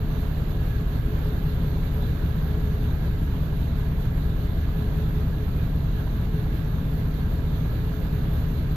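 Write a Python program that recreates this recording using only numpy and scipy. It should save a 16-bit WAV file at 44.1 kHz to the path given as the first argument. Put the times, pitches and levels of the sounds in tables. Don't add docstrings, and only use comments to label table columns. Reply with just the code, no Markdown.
import sys
import numpy as np
from scipy import signal
from scipy.fft import rfft, irfft, next_fast_len
from scipy.io import wavfile
from scipy.ndimage import uniform_filter1d, map_coordinates

SR = 44100
rng = np.random.default_rng(int(sys.argv[2]) if len(sys.argv) > 2 else 0)


def dump(signal):
    limited = np.clip(np.atleast_2d(signal).T, -1, 1)
    pcm = np.round(limited * 32767).astype(np.int16)
    wavfile.write(sys.argv[1], SR, pcm)


N = 386310
IDLE_RPM = 612


def amp(db):
    return 10 ** (np.asarray(db) / 20)


def unit(x):
    return x / np.sqrt(np.mean(x ** 2) + 1e-20)


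def along(points, hz):
    f, v = np.transpose(points)
    return np.interp(np.log(hz + 1), np.log(f + 1), v)


def curves(rows):
    s, *cols = np.transpose(rows)
    return [np.interp(np.arange(N) / SR, s, c) for c in cols]


def wobble(rate):
    coarse = np.arange(0, N + 32, 32)
    knots = rng.standard_normal(int(N * rate / SR) + 4)
    return np.interp(np.arange(N), coarse, map_coordinates(knots, [coarse * rate / SR]))


def filtered(x, response):
    m = next_fast_len(N + SR // 2)
    spectrum = rfft(x, m) * response(np.fft.rfftfreq(m, 1 / SR))
    return irfft(spectrum, m)[..., :N]


def spread(pair, gain):
    # (frequency [Hz], left-right correlation)
    alike = [(60, 0.89), (130, 0.91), (290, 0.85), (640, 0.44), (1410, 0.056), (3100, -0.0074),
             (6820, -0.0055), (15000, -0.054)]
    # (frequency [Hz], left minus right [dB])
    lean = [(60, 1), (200, 0), (380, -2), (700, -3), (1290, -2.5), (1700, -8), (2380, -8.5), (4400, -13),
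            (7000, -8.5), (8000, -22), (10400, -22.5), (11000, -13.5), (15000, -12), (15400, -29.5)]

    def turn(hz):
        return np.arccos(np.clip(along(alike, hz), -1, 1)) / 2

    mid, side = filtered(pair, lambda hz: gain(hz) * [np.cos(turn(hz)), np.sin(turn(hz))])
    left_right = np.array([mid + side, mid - side])
    sides = filtered(left_right, lambda hz: amp(np.outer([.5, -.5], along(lean, hz))))
    return sides / np.sqrt(np.mean(sides.mean(axis=0) ** 2))


def peaks(modes):
    def gain(f):
        power = sum(amp(2 * db) * w ** 3 / ((f - c) ** 2 + w * w / 4) ** 2 for c, w, db in modes)
        return np.sqrt(power)

    return gain


def patchy(depth_db):
    z = signal.stft(rng.standard_normal((2, N)), nperseg=512)[2]
    field = uniform_filter1d(rng.standard_normal(z.shape[1:]), size=8, axis=0)
    field = uniform_filter1d(field, size=10, axis=1)
    return signal.istft(z * amp(depth_db * unit(field)), nperseg=512)[1][:, :N]


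def rings(modes, swing_db, depth_db):
    total = np.linalg.norm(amp([db for *_, db in modes]))
    return total * amp(swing_db) * spread(patchy(depth_db), peaks(modes))


def ticks():
    # (time [s], nominal level [dB], left minus right [dB], crack over the ring [dB])
    knocks = [(1.224, -35, -0.5, -10.5), (3.707, -38, -1, -12), (3.804, -40, -4, -11.5),
              (5.152, -33.5, -1, -13.5), (7.874, -27.5, 4, -10), (8.017, -36, -5, -5.5),
              (8.054, -28.5, 0.5, -8)]
    # (frequency [Hz], level before scatter [dB], time to fall 60 dB [s])
    trim = [(450, 0, .02), (850, -2, .012), (1700, -13, .007)]
    rise_s = .0008
    out = np.zeros((2, N + SR))
    t = np.arange(SR // 20) / SR
    for s, db, pan_db, crack_db in knocks:
        knock = sum(amp(level + rng.normal(0, 1.2) - 60 * t / t60) * np.sin(2 * np.pi * hz * t)
                    for hz, level, t60 in trim)
        knock *= 1 - np.exp(-(t / rise_s) ** 2)
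        dull_noise = np.convolve(rng.standard_normal(len(t)), np.hanning(14) / 4, "same")
        knock += amp(crack_db - 60 * t / 0.0049) * dull_noise
        out[:, round(s * SR):][:, :len(t)] += knock * amp(db + np.array([[pan_db / 2], [-pan_db / 2]]))
    return out[:, :N]


def hum(cycle):
    # (time [s], frequency [Hz])
    pitch = [(0, 426), (.45, 428), (.7, 418), (1.2, 421), (1.9, 419), (2.2, 429), (2.6, 424), (3, 421),
             (3.8, 429), (4.3, 418), (4.55, 424), (5, 427), (5.4, 420), (6.1, 429), (6.4, 424), (8.76, 424)]
    # (time [s], level [dB])
    level = [(0, -48), (1.2, -46.5), (2.3, -47), (2.7, -43), (3.1, -50.5), (4.2, -48), (4.8, -46.5),
             (5.4, -46), (5.8, -55), (6.3, -44.5), (7.2, -50), (8.2, -47.5), (8.76, -49.5)]
    (hz,), (level_db,) = curves(pitch), curves(level)
    waver = 1.1 * wobble(14) + .6 * wobble(45)
    waver = waver + .15 * np.array([wobble(20), wobble(20)])
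    throb_db = 1.5 * np.cos(6 * np.pi * cycle + 2.6) + 0.68 * np.cos(2 * np.pi * (cycle - .9))
    swing_db = 2.7 * wobble(16) + throb_db
    wave = np.sqrt(2) * np.sin(2 * np.pi * np.cumsum(hz) / SR + waver)
    return amp(level_db + swing_db + [[-.8], [.8]]) * wave


def clatter(cycle):
    # (frequency [Hz], width [Hz], relative level [dB])
    modes = [(564, 290, -3.5), (990, 250, 0), (1450, 570, -5.5)]
    blows_per_s, scatter_db = 250, 1.5
    struck = rng.random((2, N)) < blows_per_s / SR
    blows = struck * rng.standard_normal((2, N)) * amp(scatter_db * rng.standard_normal((2, N)))
    level_db = -58.5 + 4 * np.cos(6 * np.pi * (cycle - .2))
    return amp(level_db) * spread(blows, peaks(modes))


def rush(cycle):
    # (time [s], level [dB])
    body_level = [(0, -43), (.4, -43), (2, -43), (3.6, -44), (5, -43.5), (6.8, -44), (8.4, -43),
                  (8.76, -43.5)]
    # (frequency [Hz], relative density [dB per Hz])
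    bay = [(120, -60), (330, 2), (500, -2), (900, -9.5), (1600, -10.5), (1950, -16.5), (2420, -18.5),
           (3750, -21.5), (4500, -25), (5100, -33), (6200, -34.5), (7300, -32.5), (8000, -46.5),
           (8500, -82.5)]
    # (frequency [Hz], relative density [dB per Hz])
    intake = [(9800, -57), (10300, -22), (11000, -4.5), (12000, 3), (13000, 0.5), (14500, -3.5),
              (15000, -6.5), (15500, -16)]
    # (frequency [Hz], width [Hz], level before breath [dB])
    panel_modes = [(664, 17, -60.5), (1314, 27, -65.5), (2040, 92, -73.5), (2784, 24, -73.5)]
    # (frequency [Hz], width [Hz], level before swells [dB])
    whirr_modes = [(1605, 55, -64), (1675, 32, -63)]
    # (frequency [Hz], width [Hz], level before swells [dB])
    sizzle_modes = [(3370, 80, -75), (3580, 77, -73), (3623, 300, -67), (3990, 640, -65.5), (6250, 40, -80),
                    (6550, 50, -80), (6220, 590, -73)]
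    body_db, = curves(body_level)
    swell_db = 1.5 * (body_db - body_db.mean())
    breath = np.cos(2 * np.pi * cycle - 4.3) + 0.18 * np.cos(4 * np.pi * cycle - 2.6)
    flutter = wobble(20)

    body_gain = amp(body_db + 0.15 * breath + .5 * flutter)
    body = body_gain * spread(patchy(depth_db=0.94), lambda hz: amp(along(bay, hz)))
    hiss_gain = amp(-56.5 + swell_db + 0.7 * breath + 0.69 * flutter + .45 * wobble(24))
    hiss = hiss_gain * spread(patchy(depth_db=1.1), lambda hz: amp(along(intake, hz)))

    whirr_db = 1.7 * np.cos(2 * np.pi * (cycle - .8)) + 2.4 * wobble(9) + swell_db
    whirr = rings(whirr_modes, whirr_db, depth_db=2.2)
    sizzle_db = 1.5 * np.cos(2 * np.pi * (cycle - .78)) + 1.0 * wobble(9) + swell_db
    sizzle = rings(sizzle_modes, sizzle_db, depth_db=2.5)
    panels = rings(panel_modes, 0.47 * breath, depth_db=2)
    return body + hiss + clatter(cycle) + panels + whirr + sizzle


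def clack(cycle, level_db):
    # (frequency [Hz], relative density [dB per Hz])
    spectrum = [(300, -64.5), (550, -9), (800, 2.5), (1200, -5.5), (2000, -40.5), (4000, -120)]

    def bump(at):
        return np.exp(45 * (np.cos(2 * np.pi * (cycle - at)) - 1))

    gate = (bump(.2) + .7 * bump(.53)) * amp(1 * wobble(10))
    noise = spread(rng.standard_normal((2, N)), lambda hz: amp(along(spectrum, hz)))
    return amp(level_db) * gate * noise


def drone(cycle):
    # (frequency [Hz], level before throbs [dB], throbs [per cycle], crest [share of cycle])
    resonances = [(116, -35.5, 1, .05), (154, -34, 2, .1), (265, -48, 3, .3), (318, -55, 3, .3)]
    t = np.arange(N) / SR
    total = 0
    for hz, db, throbs, at in resonances:
        throb_db = 2 * np.cos(2 * np.pi * throbs * (cycle - at))
        level = amp(db + 0.3 * wobble(9.1) + throb_db)
        total = total + level * np.sqrt(2) * np.sin(2 * np.pi * hz * t + 1.13 * wobble(18))
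    return total


def rumble(cycle, rpm, thud_share):
    # (frequency [Hz], relative density [dB per Hz])
    combustion = [(8, -73), (20, -60.5), (41, -48), (52, -62), (70, -45), (88, -57), (115, -53),
                  (140, -47.5), (155, -63.5), (168, -51.5), (182, -54), (200, -58), (240, -58.5),
                  (265, -59.5), (290, -62.5), (320, -67), (370, -84.5), (600, -87), (1500, -170)]
    fired = np.diff(np.floor(8 * cycle), prepend=0)
    share = np.clip(thud_share, 0, 1)
    noise = rng.standard_normal((3, N))
    drive = np.sqrt(share) * unit(fired * noise[0]) + np.sqrt(1 - share) * noise[1]
    speed_db = -31.5 - 0.0424 * (rpm - IDLE_RPM)
    level_db = speed_db + 1.4 * np.cos(6 * np.pi * (cycle - .28))
    return amp(level_db) * spread(np.array([drive, noise[2]]), lambda hz: amp(along(combustion, hz)))


def tone(cycle, rpm, order, drift, wander_db):
    beats = [((6, 12, 15, 18, 19), .91, .55, -.006), ((8, 11, 14), .893, .284, .013), ((3, 9, 20, 21),
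             .99, .61, .002), ((5, 7, 13, 17), 0, .44, .009), ((10, 27, 30, 33, 35, 36, 37),
             .02, .88, .015), ((22, 26, 28, 40, 43), .03, .5, .012), ((23, 29, 31), .07, .8, .03)]
    beat = [turns + slip * (rpm - IDLE_RPM) - at * order
            for orders, at, turns, slip in beats if order in orders]
    start = beat[0] if beat else rng.random()
    loose = .5 * drift if beat else drift
    phase = 2 * np.pi * (order * cycle + start) + loose * wobble(2.5)
    return np.sqrt(2) * np.cos(phase) * amp(wander_db * wobble(2.4))


def booms(cycle, rpm):
    strong_orders = (5, 8, 9, 11, 12, 14, 15, 30, 33, 42)
    # (frequency [Hz], half width [Hz], nominal order level on resonance [dB])
    resonances = [(26.02, 0.59, -31.5), (41.5, 1.1, -38.5), (46.8, 3.4, -31.5), (57.1, 0.97, -33.5),
                  (61.3, 0.73, -37.5), (74.65, 1.9, -34), (76.83, 1.2, -31), (152.7, 1.5, -41.5),
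                  (166.4, 1.8, -41), (212.2, 2.7, -45.5)]
    weak_orders = [3, 6, 7, 10, 13, 17, 18, 19, 20, 21, 22, 23, 26, 27, 28, 29, 31, 35, 36, 37, 40, 43, 44,
                   45, 48, 60, 63]
    weak_db = [-42, -44, -45, -55, -39.5, -45, -40.5, -48, -46.5, -44.5, -48, -45, -50, -46.5, -48.5, -43.5,
               -46, -52, -49, -51.5, -53, -56, -55, -55, -57, -60, -60]
    loud = 0
    for k, (hz, half_hz, db) in zip(strong_orders, resonances):
        detuning = (k * rpm / (2 * 60) - hz) / half_hz
        loud = loud + amp(db) / np.hypot(1, detuning) * tone(cycle, rpm, k, drift=.02 * k, wander_db=1)
    rest = sum(amp(db) * tone(cycle, rpm, k, drift=0.031 * k, wander_db=1.4)
               for k, db in zip(weak_orders, weak_db))
    return (loud + rest) * amp([[.2], [-.2]])


def scene():
    # (time [s], crankshaft speed [rpm])
    speed = [(0.0, 621.5), (0.8, 623.5), (1.6, 620.0), (2.0, 620.5), (2.4, 608.5), (2.8, 613.0),
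             (3.6, 610.5), (4.0, 630.5), (4.8, 610.2), (5.2, 612.5), (6.0, 610.0), (6.8, 601.0),
             (7.2, 610.6), (8.0, 602.0), (8.4, 614.1), (8.76, 614.1)]
    rpm, = curves(speed)
    cycle = np.cumsum(rpm / 120) / SR
    engine = booms(cycle, rpm) + rumble(cycle, rpm, thud_share=0.12)
    engine = engine + drone(cycle) + clack(cycle, level_db=-50)
    return engine + hum(cycle) + rush(cycle) + ticks()


def record(dry):
    # (lower edge [Hz], upper edge [Hz])
    gap = (8450, 9950)
    top_hz, fade_s = 15520, .004
    fade = np.minimum(np.arange(N) / (SR * fade_s), 1)
    return filtered(dry * fade, lambda hz: (hz < top_hz) & ((hz < gap[0]) | (hz > gap[1])))


dry = scene()
out = record(dry)
dump(out)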